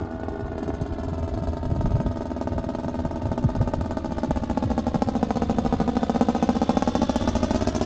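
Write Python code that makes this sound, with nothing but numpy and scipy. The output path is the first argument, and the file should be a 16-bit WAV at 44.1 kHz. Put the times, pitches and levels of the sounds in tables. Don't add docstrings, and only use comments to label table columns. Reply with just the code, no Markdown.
import sys
import numpy as np
from scipy import signal
from scipy.io import wavfile
from scipy.ndimage import uniform_filter1d, map_coordinates

SR = 44100
rng = np.random.default_rng(int(sys.argv[2]) if len(sys.argv) > 2 else 0)


def volts_from_db(level):
    exponent = np.asarray(level, float) / 20
    return 10 ** exponent


def to_wav(s):
    ch = np.atleast_2d(s).T
    pcm = np.round(np.clip(ch, -1, 1) * 32767)
    wavfile.write(sys.argv[1], SR, pcm.astype(np.int16))


N = 346185


def evened(x):
    return x / np.sqrt(np.mean(x ** 2) + 1e-20)


def curves(rows, t=None):
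    t = np.arange(N) / SR if t is None else t
    s, *columns = np.transpose(rows)
    return [np.interp(t, s, column) for column in columns]


def spikes(s, size):
    at = np.clip(np.round(s * SR).astype(int), 0, N - 1)
    return np.bincount(at, size, N)


def slow(seconds):
    size = max(int(seconds * SR), 2)
    x = uniform_filter1d(rng.standard_normal(N), size)
    return evened(uniform_filter1d(x, size))


def noise(colour, tilt=((0, 0), (1, 0)), pivot_hz=1000, patchy_db=0., size=512):
    frames, hz = 4 * N // size + 5, np.fft.rfftfreq(size, 1 / SR)
    a, b, patches = rng.standard_normal((frames, len(hz), 3)).T
    patches = uniform_filter1d(patches, 6, 0)
    patches = evened(uniform_filter1d(patches, 10, 1))
    f, db = np.transpose(colour)
    colour_db = np.interp(np.log(hz + 1), np.log(f), db)[:, None]
    octaves = np.log2(1 + hz / pivot_hz)[:, None]
    tilt_db = octaves * curves(tilt, np.arange(frames) * size / 4 / SR)[0]
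    z = (a + 1j * b) * volts_from_db(colour_db + tilt_db + patchy_db * patches)
    return signal.istft(z, nperseg=size, noverlap=3 * size // 4)[1][:N]


def resonate(x, hz, width_hz):
    turn = np.exp(2j * np.pi * np.cumsum(hz * np.ones(len(x))) / SR)
    r = np.exp(-np.pi * width_hz / SR)
    return 2 * (turn * signal.lfilter([1 - r], [1, -r], x / turn)).real


# t/s, level/dB
WIND = [(0, -52), (.8, -41.5), (1.5, -37.5), (1.95, -28), (2.25, -42.5), (3, -37), (3.55, -31), (3.9, -37),
        (4.15, -38), (4.5, -36), (5.2, -43.5), (5.7, -34), (6.1, -53.5), (7, -46), (7.85, -59)]
# f/Hz, density/(dB per Hz)
WIND_COLOUR = [(10, -35.5), (25, -23), (45, 3.5), (70, 2), (110, 0.5), (170, -3.5), (300, -15),
               (600, -64.5)]


def wind(lumpy_db=7.5):
    eddies = noise(WIND_COLOUR, pivot_hz=100, patchy_db=-1.0, size=2048)
    lumps_db = lumpy_db * np.clip(slow(0.01), -2, 1.5)
    return volts_from_db(curves(WIND)[0] - 1.5 + lumps_db) * evened(eddies)


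# t/s, level/dB, f/Hz
GUSTS = [(.019, -24, 270), (.63, -22.5, 236), (.695, -22, 300), (.741, -23, 79.5), (.83, -22.5, 74.4),
         (1.24, -24, 87), (1.29, -27, 64), (1.38, -21, 95), (1.49, -18.5, 67), (1.771, -26, 79.5),
         (1.88, -28, 65), (1.949, -11.5, 108), (2.059, -20.5, 202), (2.1, -24, 93), (2.52, -22.5, 86.5),
         (3.26, -20, 100), (3.45, -16.5, 194), (3.46, -11.5, 114), (3.52, -27, 48.3), (3.609, -13, 105),
         (3.671, -22.5, 63.3), (3.82, -21.5, 78.5), (4.299, -21, 147), (4.369, -21.5, 75),
         (4.511, -21.5, 69), (4.66, -18.5, 107), (4.96, -19, 157)]
# t/s, level/dB, f/Hz
EDDIES = [(.03, -25, 95), (.155, -28, 75), (.31, -32, 65), (.44, -23, 85), (.6, -31, 60), (.67, -28.5, 170),
          (.82, -22, 150), (.92, -24, 75), (1.09, -27, 85), (1.13, -23.5, 150), (1.34, -22, 60),
          (1.42, -24, 150), (1.63, -29, 90), (1.77, -22.5, 160), (2.0, -17.5, 140), (2.06, -21, 60),
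          (2.77, -33, 90), (2.86, -23, 160), (3.0, -31, 90), (3.59, -18, 65), (3.61, -24, 400),
          (3.81, -26, 160), (3.93, -24, 60), (4.22, -36, 60), (4.32, -26, 60), (4.54, -30, 160),
          (4.72, -22, 60), (4.74, -29.5, 150), (5.07, -24, 100), (5.36, -31, 110), (5.39, -36, 40),
          (5.66, -26, 90), (5.7, -23, 50), (6.03, -33, 70), (6.57, -34, 65), (6.77, -37, 60),
          (7.34, -25, 65)]


def gusts(cycles=0.93, skew=0.49, small_db=-36, small_hz=70):
    small = rng.random((30, 3)) * [N / SR, 6, .5] + [0, small_db - 3, -.2]
    rows = list(GUSTS) + list(EDDIES)
    rows += [(s, db, small_hz * 2 ** octave) for s, db, octave in small]
    chance = rng.uniform(-0.97, 1, (len(rows), 2))
    out = np.zeros(N + 8000)
    t = np.arange(-4000, 4000) / SR
    for (s, db, hz), (start, slide) in zip(rows, chance):
        u = t * hz / (cycles * (hz / 80) ** .5)
        turns_slid = hz * t * (1 + skew * slide * np.tanh(u / 2))
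        thump = np.exp(-u ** 2 / 2) * np.cos(2 * np.pi * turns_slid + np.pi * start)
        out[round(s * SR):][:8000] += volts_from_db(db - 0.5) * thump
    return out[4000:N + 4000]


# t/s, level/dB
TICKS = [(5.022, -59), (5.236, -55.5), (5.305, -67), (5.3725, -51.5), (5.971, -59), (6.151, -61),
         (6.2901, -63), (6.941, -58), (6.959, -64), (7.161, -38.5), (7.2686, -58.5), (7.6725, -74)]


def ticks():
    s, db = np.transpose(TICKS)
    band = signal.butter(2, [7000, 12000], "band", fs=SR)
    return signal.lfilter(*band, spikes(s, volts_from_db(db + 18.0)))


# t/s, delay/ms
GROUND = [(0, 2.74), (.6, 2.84), (1.2, 2.97), (2, 3.15), (2.6, 3.18), (3.2, 3.21), (3.8, 3.25), (4.2, 3.34),
          (4.8, 3.6), (5.3, 3.92), (5.8, 3.955), (6.3, 3.9), (6.8, 3.69), (7.2, 3.46), (7.85, 2.9)]
# t/s, bass/dB, treble/dB
MIRROR = [(0, -8, -2), (.6, -3, 2.5), (2, -2, -6.5), (3.6, -1, -17), (4.6, -2, -19), (6.5, -1, -10),
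          (7.85, -2.5, -6.5)]


def ground(x, dull_hz=1900, stir_ms=.025):
    late = (curves(GROUND)[0] + stir_ms * slow(0.076)) * SR / 1000
    echo = map_coordinates(x, [np.arange(N) - late], order=3)
    low_db, high_db = np.minimum(curves(MIRROR), 0)
    low = signal.lfilter(*signal.butter(1, dull_hz, fs=SR), echo)
    return x + volts_from_db(low_db) * low + volts_from_db(high_db) * (echo - low)


def scatter(wash):
    return volts_from_db(-6.0) * np.r_[wash[2600:0:-1], wash[:-2600]]


# t/s, f/Hz, level/dB
WHINE = [(0, 3630, -81), (4.5, 3617, -70), (6.3, 3540, -58), (7.1, 3490, -51), (7.85, 3450, -60)]


def belt():
    hz, db = curves(WHINE)
    wobbly_hz, rush_hz = hz * (1 + .004 * slow(.02)), hz * .86
    tone = resonate(rng.standard_normal(N), wobbly_hz, 150)
    tone = resonate(tone, wobbly_hz, 150)
    rush = resonate(rng.standard_normal(N), rush_hz, 1100)
    rush = resonate(rush, rush_hz, 1100)
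    return volts_from_db(db + 1.5) * (evened(tone) + volts_from_db(-4.0) * evened(rush))


# f/Hz, density/(dB per Hz)
CHURN_COLOUR = [(35, -31.5), (70, -12), (150, 0.5), (250, -4), (400, -13), (650, -10.5), (900, -24.5),
                (1100, -22.5), (1400, -26), (2140, -36), (4000, -39), (6460, -48), (8840, -61.5),
                (11500, -81.5)]
# t/s, level/dB
PRESENCE = [(0, 8), (1.5, 2), (3.5, 2.5), (5, -4), (6.5, -1.5), (7.1, 0), (7.85, 4)]


def propeller(chop=0.45, gear=2.9, level_db=-28, follows_near=0.28):
    blades = np.cumsum(curves(SHAFT)[0] * 2 / gear) / SR
    s, outlet_db = np.transpose(OUTLET)
    tilt_db = 0.76 + 0.23 * (outlet_db + 43.0) + 0.37 * (curves(NEAR, s)[0] + 14)
    wash = noise(CHURN_COLOUR, np.transpose([s, tilt_db]), patchy_db=1.5)
    mid = signal.lfilter(*signal.butter(1, [1150, 1800], "band", fs=SR), wash)
    wash = wash + (volts_from_db(curves(PRESENCE)[0]) - 1) * mid
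    near_db = uniform_filter1d(curves(NEAR)[0], SR // 2)
    level = volts_from_db(level_db + follows_near * near_db - 4.5)
    return level * evened(wash) * (1 + chop * np.cos(2 * np.pi * blades))


# t/s, level/dB
NEAR = [(0, -19), (.6, -18.5), (1.2, -18), (1.9, -19.5), (2.6, -17), (3.2, -17.5), (3.7, -16), (4.1, -17.5),
        (4.3, -12.5), (4.5, -13.5), (5, -12.5), (5.7, -9), (6.2, -9), (6.8, -10), (7.12, -7.5), (7.21, -10),
        (7.3, -6.5), (7.85, -13)]
# t/s, speed/(turns per s)
SHAFT = [(0, 81), (1.5, 82.5), (2.8, 82.4), (3.4, 81.2), (4.2, 80), (5, 78.4), (7.85, 77.5)]
# t/s, lead/dB, richness/dB; far off, steady, nearing, passing
RUNS = [(0.0113, 0, -3), (0.0485, 14, -4), (0.0986, -13, -7), (0.1232, -2, -5), (0.1478, 1, -5),
        (0.1971, 27, -12), (0.2338, 20, 0.5), (0.2832, 32, 3), (0.3204, 1.3, -5), (0.3572, 11, -6),
        (0.3948, 0, -2), (0.4564, 4, -9), (0.5059, -16, -4.5), (0.58, 16, -1.8), (0.6295, 11, 0),
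        (0.6785, 4, -0.5), (0.739, 5, -2.5), (0.8122, 10, -0.5), (0.8616, 8, -3.5), (0.9227, 1, -3),
        (0.9843, 5, -1), (1.0334, 3, -3.5), (1.0824, 3, -2.5), (1.1315, 6, -2.5), (1.1805, 4, -2.5),
        (1.2291, 4, -2.5), (1.2778, 4, 0.5), (1.3268, -17, -2), (1.3753, 4, -0.5), (1.4238, -4, -0.5),
        (1.4722, 2, 1.7), (1.5207, -12, -2.0), (1.5691, 10, -0.5), (1.6297, 13, -1.5), (1.6532, 14, 0),
        (1.7014, -3, -0.3), (1.7495, -5, 1), (1.8093, 14, 3), (1.8575, 10, 4.5)]
STEADY = [(1.9059, -4, 0.5), (1.954, -1, 2), (2.002, 6, 3), (2.0627, 12, 3.5), (2.1107, 7, -0.5),
          (2.1591, -2.6, 0), (2.2074, 2, 2.5), (2.2554, 5, 0.5), (2.3038, -6, 1.5), (2.364, 2, -2),
          (2.4122, 7, 3), (2.4726, 13, 2.5), (2.5203, 1, -0.7), (2.5807, 9, 2.5), (2.6292, -12, -2),
          (2.6893, 7, 1.5), (2.7373, -11, 1.5), (2.7856, 1, 0), (2.8337, -1, -0.5), (2.882, 2, 2),
          (2.9425, 2, 0.5), (2.9902, 4, 1.5), (3.0506, 7, 3), (3.1105, 25, 0), (3.1585, 4.6, 0),
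          (3.2192, 25.0, -2), (3.2555, 5, 0.5), (3.3164, 7, 3.5), (3.3778, 11, 3.5), (3.4275, -4, -1),
          (3.4896, 3.6, 0.5), (3.5514, 3.5, 1.5), (3.6132, 4, 2), (3.6748, 6, 2.5), (3.7364, 19, 6)]
NEARING = [(3.8105, 21, -0.5), (3.8473, -7, -1), (3.9088, 6, 1.1), (3.9704, 11, 4), (4.0452, 0, 1.5),
           (4.108, -5, 0), (4.1705, -10, 0.7), (4.233, 5, 3.5), (4.3082, 28, 2.5), (4.3595, -2.5, 0.5),
           (4.4226, -9, -1.5), (4.4984, 1, 1), (4.5739, 32, 2.5), (4.6251, 2.5, 2.3), (4.7025, -1, 1.4),
           (4.7785, 6, 4), (4.8676, 2, 1.9), (4.9437, 2, 4), (5.0207, 34, 6), (5.0738, -8, 1.3),
           (5.1522, 2, 0.3), (5.2286, 35, 3), (5.2934, -13, 1.4), (5.3571, -3.5, 0.1), (5.4202, 4, 1.5),
           (5.4962, 4, 1.1), (5.5722, -13, 0.5), (5.6493, -2, 0), (5.7253, 2, 1.5), (5.801, 0.5, 0.5)]
PASSING = [(5.8777, -1, 0.5), (5.9547, -11, 0.5), (6.0185, -12, 0), (6.0957, 18.5, 0.5), (6.1472, -4, 0.7),
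           (6.2102, 7.5, 4), (6.2857, 7, 2.5), (6.349, 3, 1.1), (6.4258, 9, 2), (6.4896, 7.4, 3.5),
           (6.5532, -4, -1.5), (6.6164, 6, 3.5), (6.6927, 8.4, 4.5), (6.7702, 23, 2.5), (6.8231, 27, 1.2),
           (6.8751, 7.5, 3), (6.952, 13, 1.5), (7.0173, 2, 1), (7.0946, 19, -1), (7.1582, 17, -1),
           (7.2102, 0.6, -4), (7.2755, 4, -0.5), (7.3528, 2, -2.5), (7.4303, 1.5, -1), (7.5075, 30, -2),
           (7.5456, 0, -0.1), (7.6095, -2.5, -1), (7.6725, 4.5, 2.6), (7.749, 0.6, 0.5), (7.8118, 7, 3.5)]


def firings(single_db=19, sharing=1.71, wait_db=1):
    rows = list(RUNS) + list(STEADY) + list(NEARING) + list(PASSING)
    s, lead_db, rich_db = np.transpose(rows)
    rate = curves(SHAFT, s)[0]
    wait = np.maximum(np.diff(s, prepend=s[0] - .05), .01) * rate / 5
    charge_db = curves(NEAR, s)[0] + wait_db * np.log2(wait) + np.clip(rich_db, -6, 5)
    second_db = charge_db - 20 / sharing * np.log10(1 + volts_from_db(sharing * lead_db))
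    pair = lead_db < single_db
    all_s = np.r_[s, (s + 1 / rate)[pair]]
    all_db = np.r_[second_db + lead_db, second_db[pair]]
    order = np.argsort(all_s)
    return all_s[order], all_db[order]


def turns():
    s = firings()[0]
    passed = np.round(np.diff(s) * curves(SHAFT, s[1:])[0])
    return s, np.r_[0, np.cumsum(np.maximum(passed, 1))]


def unfired_turns():
    s, count = turns()
    return np.interp(np.setdiff1d(np.arange(count[-1]), count), count, s)


# multiple of shaft speed, level/dB
ORDERS_DB = [(1, 3), (2, -14), (3, -9), (4, -12), (5, -7), (7, -17), (8, -11), (10, -26), (11, -8),
             (15, -22), (18, -23)]
# t/s, slope/(dB per octave)
FORWARD = [(0, 1.5), (.5, 1.5), (1, -.5), (1.8, -3), (4, -5), (7.85, -4)]
# t/s, level/dB
HUM = [(0, -37.5), (1, -38), (3.5, -39), (5, -40), (7.85, -40)]


def crankcase(waver_db=2.8, lag_rad=.23):
    s, count = turns()
    knots_s = np.r_[0, s, 9]
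    knots = np.r_[-s[0] * 81, count, count[-1] + (9 - s[-1]) * 78]
    angle = 2 * np.pi * np.interp(np.arange(N) / SR, knots_s, knots)
    waver, forward_db = slow(0.033), curves(FORWARD)[0]
    tones = 0
    for k, db in ORDERS_DB:
        tone_db = db + forward_db * np.log2(max(k / 3, 1)) + waver_db * np.roll(waver, 9000 * int(k))
        tones = tones + volts_from_db(tone_db) * np.cos(k * (angle - lag_rad))
    return volts_from_db(curves(HUM)[0]) * tones


# t/s, level/dB
OUTLET = [(0, -46), (0.551, -46), (0.601, -41), (2.999, -40.5), (5, -38.5), (5.998, -40), (7.197, -35),
          (7.85, -31.5)]
# f/Hz, density/(dB per Hz)
HISS = [(500, -21.5), (1000, 12.5), (2000, -6.5), (3500, -1), (5000, -2.5), (6500, -6), (7500, -13),
        (9000, -10)]
# f/Hz, width/Hz, level/dB
SHELL = [(2670, 470, -13), (4440, 60, -11.5), (4910, 50, -6.5), (5390, 67, -2), (5660, 79, -9),
         (6250, 47, -8), (6360, 70, 1), (6700, 76, -1), (7160, 100, 1), (7600, 110, 1)]


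def hiss(crack_ms=0.42, tail_ms=16, tail_db=-5, ring_db=6):
    s, bang_db = firings()
    db = curves(OUTLET, s)[0] + .75 * bang_db + 2 + .8 * rng.standard_normal(len(s))
    ms = np.arange(4000) / SR * 1000
    shape = np.exp(-ms / crack_ms) + volts_from_db(tail_db) * np.exp(-ms / tail_ms)
    power = signal.oaconvolve(spikes(s, volts_from_db(2 * db)), shape ** 2)[:N]
    gas = np.sqrt(abs(power)) * evened(noise(HISS, patchy_db=1.8, size=256))
    doppler = curves(WHINE)[0] / WHINE[0][1]
    rings = sum(volts_from_db(d + ring_db) * resonate(gas, f * doppler, w) for f, w, d in SHELL)
    return volts_from_db(8.5) * (gas + rings)


def port(track, puff_ms):
    u = np.arange(400) / SR / (puff_ms / 6000)
    puff = u ** 2 * np.exp(-u)
    return signal.lfilter(puff / puff.sum(), 1, track)


# f/Hz, width/Hz, level/dB, sign (push or pull)
SILENCER = [(640, 290, 4, 1), (255, 78, -2.8, 1), (86, 52, -8.5, -1), (400, 70, -19, 1), (778, 95, -11, 1),
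            (462, 60, -18, 1), (895, 110, -14, 1), (1215, 150, -18, 1), (1470, 140, -24, 1),
            (2600, 600, -18, 1)]
# t/s, boom/dB, edge/(dB per octave), bark/dB
AIM = [(0, -6, -4, 2), (1.5, 4, 1.5, -1.5), (3, 6.5, 1, 1.5), (4.2, 2, 0, 10), (4.9, 3.5, -0.5, -4),
       (5.5, 10.5, 1.5, -6), (6.3, 1.5, 0, -5.5), (6.9, 5, 0, 2), (7.3, 6.5, -.5, 6), (7.85, 6.5, -1, 5)]


def silencer(s, db, spread, hard_db, back_ms=4.75, back_db=-13):
    chance = rng.standard_normal((len(s), 2 * len(SILENCER)))
    t, ring = np.arange(1300) / SR, 0
    doppler = curves(WHINE, s)[0][:, None] / 3560
    boom_db, _, bark_db = curves(AIM, s)
    for k, (hz, width_hz, mode_db, sign) in enumerate(SILENCER):
        pitch_hz = hz * doppler * (1 + spread * chance[:, [2 * k]])
        shot_db = db + mode_db + np.log2(hz / 500) * hard_db + 36 * spread * chance[:, 2 * k + 1]
        shot_db = shot_db + (hz < 120) * boom_db + (1100 < hz < 1600) * bark_db
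        swing = np.exp(-np.pi * width_hz * t) * np.cos(2 * np.pi * pitch_hz * t)
        ring = ring + sign * volts_from_db(shot_db)[:, None] * swing
    at = np.round(s * SR).astype(int)[:, None] + np.arange(1300)
    track = np.bincount(at.ravel(), ring.ravel(), N)[:N]
    return track + volts_from_db(back_db) * np.roll(track, round(back_ms * SR / 1000))


# t/s, level/dB
GULP = [(0, -27), (.6, -26.5), (1.5, -41), (3.5, -49.5), (4.4, -35.5), (7.85, -30.5)]


def exhaust(sharpens=0.25):
    idle = unfired_turns()
    idle_db = curves(GULP, idle)[0] - 1.5 + 6.2 * rng.standard_normal(len(idle))
    s, db = firings()
    hard_db = sharpens * (db - curves(NEAR, s)[0] + 5.0) + curves(AIM, s)[1]
    fired = port(silencer(s, db, .02, hard_db), puff_ms=.9)
    gulps = silencer(idle, idle_db, .04, 0 * idle)
    gas = fired - port(gulps, puff_ms=1.52) + volts_from_db(-14.0) * port(gulps, puff_ms=0.42)
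    return signal.lfilter(*signal.iirnotch(1040, 10., SR), gas)


def scene():
    wash = propeller()
    aircraft = exhaust() + crankcase() + hiss() + wash + belt()
    return (ground(aircraft) + scatter(wash) + wind() + gusts())[None]


def shaded(x, hz, width_hz, db):
    return x + (volts_from_db(db) - 1) * signal.lfilter(*signal.iirpeak(hz, hz / width_hz, SR), x)


# t/s, level/dB
SHADE = [(0, -5), (1.5, -8), (3, -1), (5, -3.5), (6, -3), (6.8, 4.5), (7.85, 3.5)]


def housing(x):
    x = shaded(x, 5690, 700, curves(SHADE)[0])
    return shaded(x, 8020, 910, -5.5)


def roll_off(x):
    return signal.sosfilt(signal.butter(12, 15800, fs=SR, output="sos"), x)


def record(dry, headroom=.95):
    housed = housing(headroom * np.tanh(dry / headroom))
    narrow = signal.sosfilt(signal.butter(18, 8300, fs=SR, output="sos"), housed)
    fizz = volts_from_db(-75 + 11 * np.minimum(slow(.015), 1.5)) * uniform_filter1d(abs(narrow), 300)
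    strain = volts_from_db(-118) + fizz
    whistle = np.sin(2 * np.pi * 15734 * np.arange(N) / SR)
    whistle = volts_from_db(-97) * (slow(.015) > .8) * whistle
    heard = narrow + ticks() + whistle + strain * rng.standard_normal(N)
    heard = heard * np.minimum(np.arange(N, 0, -1) / 60, 1)
    return roll_off(heard)


dry = scene()
out = record(dry)
to_wav(out)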